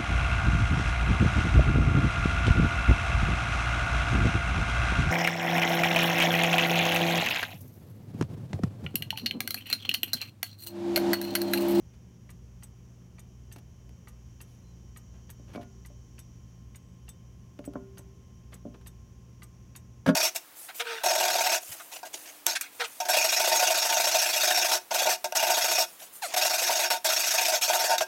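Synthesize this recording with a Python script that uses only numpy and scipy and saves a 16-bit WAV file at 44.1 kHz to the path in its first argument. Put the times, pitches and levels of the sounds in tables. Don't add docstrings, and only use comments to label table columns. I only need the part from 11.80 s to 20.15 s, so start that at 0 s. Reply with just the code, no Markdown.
import sys
import numpy as np
from scipy import signal
from scipy.fft import rfft, irfft, next_fast_len
from scipy.io import wavfile
from scipy.ndimage import map_coordinates

SR = 44100
rng = np.random.default_rng(int(sys.argv[2]) if len(sys.argv) > 2 else 0)


def store_pcm(level_fs):
    pcm = np.round(np.clip(level_fs, -1, 1) * 32767).astype(np.int16)
    wavfile.write(sys.argv[1], SR, np.atleast_2d(pcm).T)


N = 368235
TIME_S = np.arange(N) / SR
AGE_S = np.arange(SR) / SR

# frequency in Hz, relative density in dB.
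RUMBLE_SPECTRUM = [(22, -44), (33, -33), (40, -8.5), (53, -10), (62, 3), (68, -4), (105, -6.5), (140, -18),
                   (178, -8), (205, -14.5), (225, -19), (260, -21), (360, -23.5), (520, -29.5), (900, -58)]
HISS_SPECTRUM = [(300, -5.5), (600, 5), (1100, 1), (1400, -3), (2000, -3.5), (2800, -3.5), (3100, -4),
                 (3500, -8), (4100, -15), (5200, -6.5), (7000, -9.5), (8700, -17), (10000, -15.5),
                 (15800, -17)]
SIZZLE_SPECTRUM = [(3500, -16), (5200, -10.5), (5780, 6.5), (6050, -2), (6400, 0.5), (7150, -7),
                   (7600, -13.5), (10000, -46)]
RUB_SPECTRUM = [(250, 13.5), (700, 5), (1500, 3), (2600, 0.5), (4500, -5), (7500, -13.5), (11000, -10.5),
                (15800, -22)]
FLEX_SPECTRUM = [(60, -37), (140, -3.5), (230, 4.5), (680, -0.5), (880, -15.5), (1450, -11.5), (3000, -30),
                 (9000, -40)]
WOOD_SPECTRUM = [(90, -20), (250, -7), (650, 2), (900, 9), (1500, 1), (3000, 0), (8000, 3.5), (16000, -13)]
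RATTLE_SPECTRUM = [(100, -11), (300, 6), (700, 2), (1000, 0), (1700, 3), (2500, -10), (3400, -8),
                   (4400, -17.5), (5700, -15.5), (7000, -23.5), (9500, -23), (15800, -32)]
RELEASE_SPECTRUM = [(300, -11), (700, 3), (1200, 0.5), (1950, 4), (2400, -3.5), (2850, 0), (3500, -6),
                    (4600, -4.5), (5400, -23), (9500, -12), (15000, -43)]
DROP_SPECTRUM = [(900, -24), (2500, -8.5), (4600, -10), (6500, 2), (7500, -10.5), (8300, 1), (9000, -4),
                 (10000, 2), (11500, -2.5), (13000, 2), (14200, -10), (15800, -24)]

# frequency in Hz, rms in dB.
HUM_LINES = [(120.4, -54), (59.9, -58.5), (172.8, -64.5), (224.4, -67), (254, -79.5), (378.4, -76.5)]
# time in seconds, rms of the low tone and of the high tone in dB.
WHINE_LEVELS = [(0, -87, -84.5), (3.5, -79, -80), (6.5, -75.5, -82.5), (8.3, -76, -92)]
# time in seconds, rms in dB.
SIZZLE_LEVELS = [(0.0, -73), (1.12, -73.5), (3.4, -69), (4.43, -68.5), (4.96, -73), (8.2, -72.5)]
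# frequency in Hz, t60 in seconds.
ROOM_DECAY = [(150, 0.37), (1000, 0.39), (5000, 0.055), (15000, 0.15)]
# start and length in seconds, first and last pitch in Hz, rms in dB.
SQUEAK_EVENTS = [(2.79, .18, 4230, 4000, -80.5), (4.85, 0.46, 8400, 7500, -90)]

# frequency in Hz, relative level in dB, t60 in seconds.
CASE_MODES = [(193, -14, 0.19), (234, -5.5, 0.2), (252, -12, 0.34), (290, -4, 0.17), (344, -19, 0.087),
              (453, 5, 0.049), (554, -8, 0.04), (588.5, -6.5, 0.21), (653, -14.5, 0.12), (696.6, -6, 0.11),
              (970, -4.5, 0.042), (1035, -8, 0.11), (1220, -13, 0.022), (1433, -11, 0.15),
              (1700, -21, 0.06), (2280, -12, 0.13)]
GONG_MODES = [(186.6, -4.5, 2.1), (389, 2.5, 1.18), (1425, -5, 0.63)]
DOOR_MODES = [(172, -9, 0.22), (209, -5.5, 0.12), (245, 5.5, 0.1), (281.4, -6, 0.15), (400, -15, 0.29),
              (524, -1.5, 0.073), (617, -10, 0.21), (700, -15, 0.35), (895, -19, 0.09), (1100, -13, 0.12),
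              (1350, -14, 0.1), (1444, -13, 0.13), (1664, -9, 0.058), (1920, -26, 0.057),
              (3083, -13, 0.093), (4780, -9.5, 0.061)]
# start in seconds, top rms in dB, t60 in seconds, treble lift in dB.
SCUFF_EVENTS = [(.135, -61.5, 0.068, -1), (1.782, -56, 0.043, 18), (2.66, -70.5, 0.47, 30),
                (3.325, -61, .33, -20), (3.672, -56.5, 0.34, -12), (3.732, -51, 0.1, 2),
                (3.809, -52.5, .07, -2), (6.718, -53, 0.15, -5), (6.940, -49.5, 0.069, -21),
                (7.011, -57, .04, -7)]
# start in seconds, wood peak in dB, low-pass edge in Hz,
# pitch the struck spot favours in Hz, top scrape rms in dB, scrape t60 in seconds.
KNOCK_EVENTS = [(1.760, -44, 2420, 704, -49.5, 0.046), (2.093, -53, 900, 484, -55, 0.0053),
                (3.595, -44, 600, 274, -70, .02), (3.748, -31, 2600, 2260, -53, .03),
                (3.7571, -28.5, 760, 231, -41.5, 0.041), (3.776, -32.5, 1330, 690, -62, .03),
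                (3.793, -35, 910, 670, -63, .03), (3.828, -40, 2400, 1390, -55, .045),
                (4.1, -44.5, 770, 557, -75, .02), (5.790, -30, 634, 535, -44.5, 0.022),
                (5.8743, -26, 616, 288, -70, .02), (5.935, -42.5, 1500, 230, -55, 0.024),
                (5.954, -24, 1360, 259, -58, .02), (6.191, -43.5, 1400, 400, -75, .02),
                (6.851, -29.5, 640, 235, -68, .02), (6.868, -38, 597, 290, -67, .02)]
# start in seconds, panel peak in dB,
# low-pass edge in Hz, top rattle rms in dB.
BANG_CONTACTS = [(8.2611, -21.5, 5000, -28), (8.2755, -10, 420, -27), (8.2868, -13.5, 3000, -26),
                 (8.2947, -15.5, 2000, -40)]

# frequency in Hz,
# relative level on the entry and on the exit pallet in dB, t60 in seconds.
FRAME_MODES = [(1207, -3.5, -20, 0.096), (1810, -8, -1.5, .055), (1928, 5, -1.5, 0.033),
               (2230, 1, -17, 0.034), (2690, -19, 4, .035), (3200, -13, -5, 0.057), (4760, -10, -3, 0.032)]
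BRASS_MODES = [(3630, -16, -14, 0.093), (6210, -28, -4.5, 0.055), (6890, 4, -3, 0.035),
               (8140, 15, 9, 0.024), (8020, -64, 0, 0.071), (9630, -27, -1, 0.053), (9740, -32, -13, 0.05),
               (11540, -19, -4, 0.057), (12680, -25, -16, 0.06), (13170, -11, -11, .05),
               (14740, 4.5, -1, 0.036)]
# release lead in seconds, release gain and drop gain in dB,
# rebound relative to the drop in dB.
PALLET_CONTACTS = [(.010, -46, -46, -6), (0.0082, -45.5, -41.5, -6)]
# time in seconds, beat lateness in seconds.
BEAT_LAG = [(1.6, 0.00097), (3.5, -0.0035), (4.3, -0.0068), (5.0, 0.0014), (5.8, .004), (7.0, 0.0011)]
# time in seconds, gain in dB, treble tilt in dB.
TICK_TONE = [(1.5, -1, -2.5), (3.3, 0.6, 4), (4.6, -0.9, -2.5), (5.8, -0.5, -1), (7.2, 3, 1)]

FIRST_TICK_S, SWING_S, TOCK_AFTER_S = 0.501, 0.891, 0.3305
REBOUND_S = 0.008
GLANCING_DB, LIFT_DB_PER_DB = -34, 1.4
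HARD_KNOCK_DB, GONG_GAIN_DB, GONG_DB_PER_DB = -23.5, -27, 0.57


def amp(db):
    return 10 ** (np.asarray(db) / 20)


def unit_rms(x):
    return x / np.sqrt(np.mean(x ** 2) + 1e-20)


def unit_peak(x):
    return x / (np.abs(x).max() + 1e-20)


def at_hz(rows, hz):
    knots_hz, values = np.transpose(rows)
    return np.interp(np.log(hz + 1), np.log(knots_hz + 1), values)


def at_time(rows, time_s):
    knots_s, *columns = np.transpose(rows)
    return [np.interp(time_s, knots_s, column) for column in columns]


def wobble(rate_hz):
    knots = rng.standard_normal(int(N * rate_hz / SR) + 4)
    return map_coordinates(knots, [np.arange(N) * rate_hz / SR])


def noise(spectrum, size=N):
    m = next_fast_len(size)
    gain = amp(at_hz(spectrum, np.fft.rfftfreq(m, 1 / SR)))
    return unit_rms(irfft(rfft(rng.standard_normal(m)) * gain, m)[:size])


def attack(rise_s):
    return 1 - np.exp(-AGE_S / rise_s)


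def decay(t60_s):
    return np.exp(-np.log(1000) * AGE_S / t60_s)


def burst(spectrum, rise_s, t60_s):
    return noise(spectrum, len(AGE_S)) * unit_peak(attack(rise_s) * decay(t60_s))


def ring(modes, scatter_db, detune=0):
    out = np.zeros(len(AGE_S))
    for k, (hz, db, t60_s) in enumerate(modes):
        gain = (-1) ** k * amp(db + scatter_db * rng.normal())
        pitch_hz = hz * (1 + detune * rng.normal())
        out += gain * decay(t60_s) * np.sin(2 * np.pi * pitch_hz * AGE_S)
    return out


def lowpass(x, edge_hz, order):
    return signal.sosfilt(signal.butter(order, edge_hz, fs=SR, output="sos"), x)


def add(track, start_s, sound):
    part = track[round(start_s * SR):][:len(sound)]
    part += sound[:len(part)]


def tone(hz, drift_rad, rate_hz):
    return np.sqrt(2) * np.sin(2 * np.pi * hz * TIME_S + drift_rad * wobble(rate_hz))


def background():
    hum = sum(amp(db + 0.4 * wobble(4)) * tone(hz, drift_rad=0.7 if k else 0.1, rate_hz=2.8)
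              for k, (hz, db) in enumerate(HUM_LINES))
    low_db, high_db = at_time(WHINE_LEVELS, TIME_S)
    high_tone = tone(3080, drift_rad=2.2, rate_hz=70)
    low_tone = tone(1055.5, drift_rad=0.18, rate_hz=5)
    whine = amp(low_db) * low_tone + amp(high_db + 1.5 * wobble(5)) * high_tone
    hiss = amp(-70 + 0.36 * wobble(3.02)) * noise(HISS_SPECTRUM)
    sizzle_db, = at_time(SIZZLE_LEVELS, TIME_S)
    sizzle = amp(sizzle_db + 0.39 * wobble(9.9)) * noise(SIZZLE_SPECTRUM)
    rumble = amp(-52.5) * noise(RUMBLE_SPECTRUM)
    return rumble + hum + whine + hiss + sizzle


def room(x):
    hz, time_s, bins = signal.stft(rng.standard_normal(SR // 2), SR, nperseg=256)
    envelope = np.exp(-np.log(1000) * time_s / at_hz(ROOM_DECAY, hz)[:, None])
    _, tail = signal.istft(bins * envelope, SR, nperseg=256)
    return signal.fftconvolve(x, tail / np.linalg.norm(tail))[:N]


def squeaks():
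    out = np.zeros(N)
    for start_s, length_s, first_hz, last_hz, db in SQUEAK_EVENTS:
        size = round(length_s * SR)
        hz = np.geomspace(first_hz, last_hz, size) * (1 + 0.013 * wobble(250)[:size])
        squeak = np.hanning(size) * np.sin(2 * np.pi * np.cumsum(hz) / SR)
        add(out, start_s, amp(db) * unit_rms(squeak))
    return out


def rub(rise_s, t60_s, lift_db):
    spectrum = [(hz, db + lift_db * hz / (hz + 5000)) for hz, db in RUB_SPECTRUM]
    return burst(spectrum, rise_s, t60_s)


def scuffs():
    out = np.zeros(N)
    for start_s, db, t60_s, lift_db in SCUFF_EVENTS:
        add(out, start_s, amp(db) * rub(0.089 * t60_s, t60_s, lift_db))
    return out


def panel_flex(travel_s, reference_hz):
    hz = np.fft.rfftfreq(len(AGE_S), 1 / SR)
    lag_rad = 4 * np.pi * travel_s * np.sqrt(reference_hz * hz)
    return unit_peak(irfft(amp(at_hz(FLEX_SPECTRUM, hz)) * np.exp(-1j * lag_rad), len(AGE_S)))


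def knocks():
    out = np.zeros(N)
    flex = amp(12) * panel_flex(travel_s=0.004857, reference_hz=250)
    for start_s, db, edge_hz, spot_hz, scrape_db, scrape_t60_s in KNOCK_EVENTS:
        modes = [(hz, mode_db + 10 * np.exp(-(np.log(hz / spot_hz) / 0.084) ** 2), t60_s)
                 for hz, mode_db, t60_s in CASE_MODES]
        body = ring(modes, scatter_db=-0.5) * attack(0.0048)
        clack = amp(-2) * burst(WOOD_SPECTRUM, rise_s=0.00055, t60_s=0.091)
        wood = unit_peak(lowpass(flex + body + clack, edge_hz, order=4))
        gong = lowpass(ring(GONG_MODES, scatter_db=0.5), edge_hz, order=2)
        gong_db = GONG_GAIN_DB + GONG_DB_PER_DB * (db - HARD_KNOCK_DB)
        scrape = rub(rise_s=0.00061, t60_s=scrape_t60_s, lift_db=LIFT_DB_PER_DB * (GLANCING_DB - db))
        add(out, start_s, amp(db) * (wood + amp(gong_db) * gong) + amp(scrape_db) * scrape)
    return out


def door_bang():
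    out = np.zeros(N)
    for start_s, db, edge_hz, rattle_db in BANG_CONTACTS:
        panel = lowpass(ring(DOOR_MODES, scatter_db=4.5), edge_hz, order=2) * attack(0.0034)
        rattle = burst(RATTLE_SPECTRUM, rise_s=0.0026, t60_s=0.062)
        add(out, start_s, amp(db) * unit_peak(panel) + amp(rattle_db) * rattle)
    return out


def pendulum_beats():
    for tick_s in np.arange(FIRST_TICK_S, N / SR, SWING_S):
        for side, beat_s in enumerate([tick_s, tick_s + TOCK_AFTER_S]):
            lag_s, = at_time(BEAT_LAG, beat_s)
            gain_db, tilt_db = at_time(TICK_TONE, beat_s)
            yield beat_s + lag_s, side, gain_db, tilt_db


def pallet_modes(rows, side):
    return [(hz, exit_db if side else entry_db, t60_s) for hz, entry_db, exit_db, t60_s in rows]


def pallet_releases():
    out = np.zeros(N)
    for beat_s, side, gain_db, _ in pendulum_beats():
        lead_s, release_db, _, _ = PALLET_CONTACTS[side]
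        frame = ring(pallet_modes(FRAME_MODES, side), scatter_db=3.5, detune=0.026) * attack(0.00088)
        click = burst(RELEASE_SPECTRUM, rise_s=0.00063, t60_s=0.095)
        add(out, beat_s - lead_s, amp(release_db + gain_db) * (amp(-10.5) * frame + amp(-10) * click))
    return out


def tooth_drops():
    out = np.zeros(N)
    for beat_s, side, gain_db, tilt_db in pendulum_beats():
        _, _, drop_db, rebound_db = PALLET_CONTACTS[side]
        shelf = [(9000, -1.13 * tilt_db), (12500, 0.31 * tilt_db)]
        modes = [(hz, db + at_hz(shelf, hz), t60_s) for hz, db, t60_s in pallet_modes(BRASS_MODES, side)]
        spectrum = [(hz, db + at_hz(shelf, hz)) for hz, db in DROP_SPECTRUM]
        for delay_s, contact_db in [(0, 0), (REBOUND_S, rebound_db)]:
            brass = amp(-12.5) * ring(modes, scatter_db=6, detune=0.0087) * attack(0.0029)
            clack = amp(-8) * burst(spectrum, rise_s=0.0016, t60_s=0.031)
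            add(out, beat_s + delay_s, amp(drop_db + gain_db + contact_db) * (brass + clack))
    return out


def scene():
    ticks = pallet_releases() + tooth_drops()
    door = knocks() + scuffs() + door_bang()
    reverb = room(amp(-13) * ticks + amp(-18.5) * door)
    return (ticks + door + reverb + squeaks() + background())[None]


def record(dry):
    bass_hz, top_hz = 31, 15900
    m = next_fast_len(N + SR)
    hz = np.fft.rfftfreq(m, 1 / SR)
    bass_cut = 1 / np.sqrt(1 + (bass_hz / (hz + 1)) ** 10)
    return irfft(rfft(dry, m) * bass_cut * (hz < top_hz), m)[..., :N]


dry = scene()
out = record(dry)
store_pcm(out)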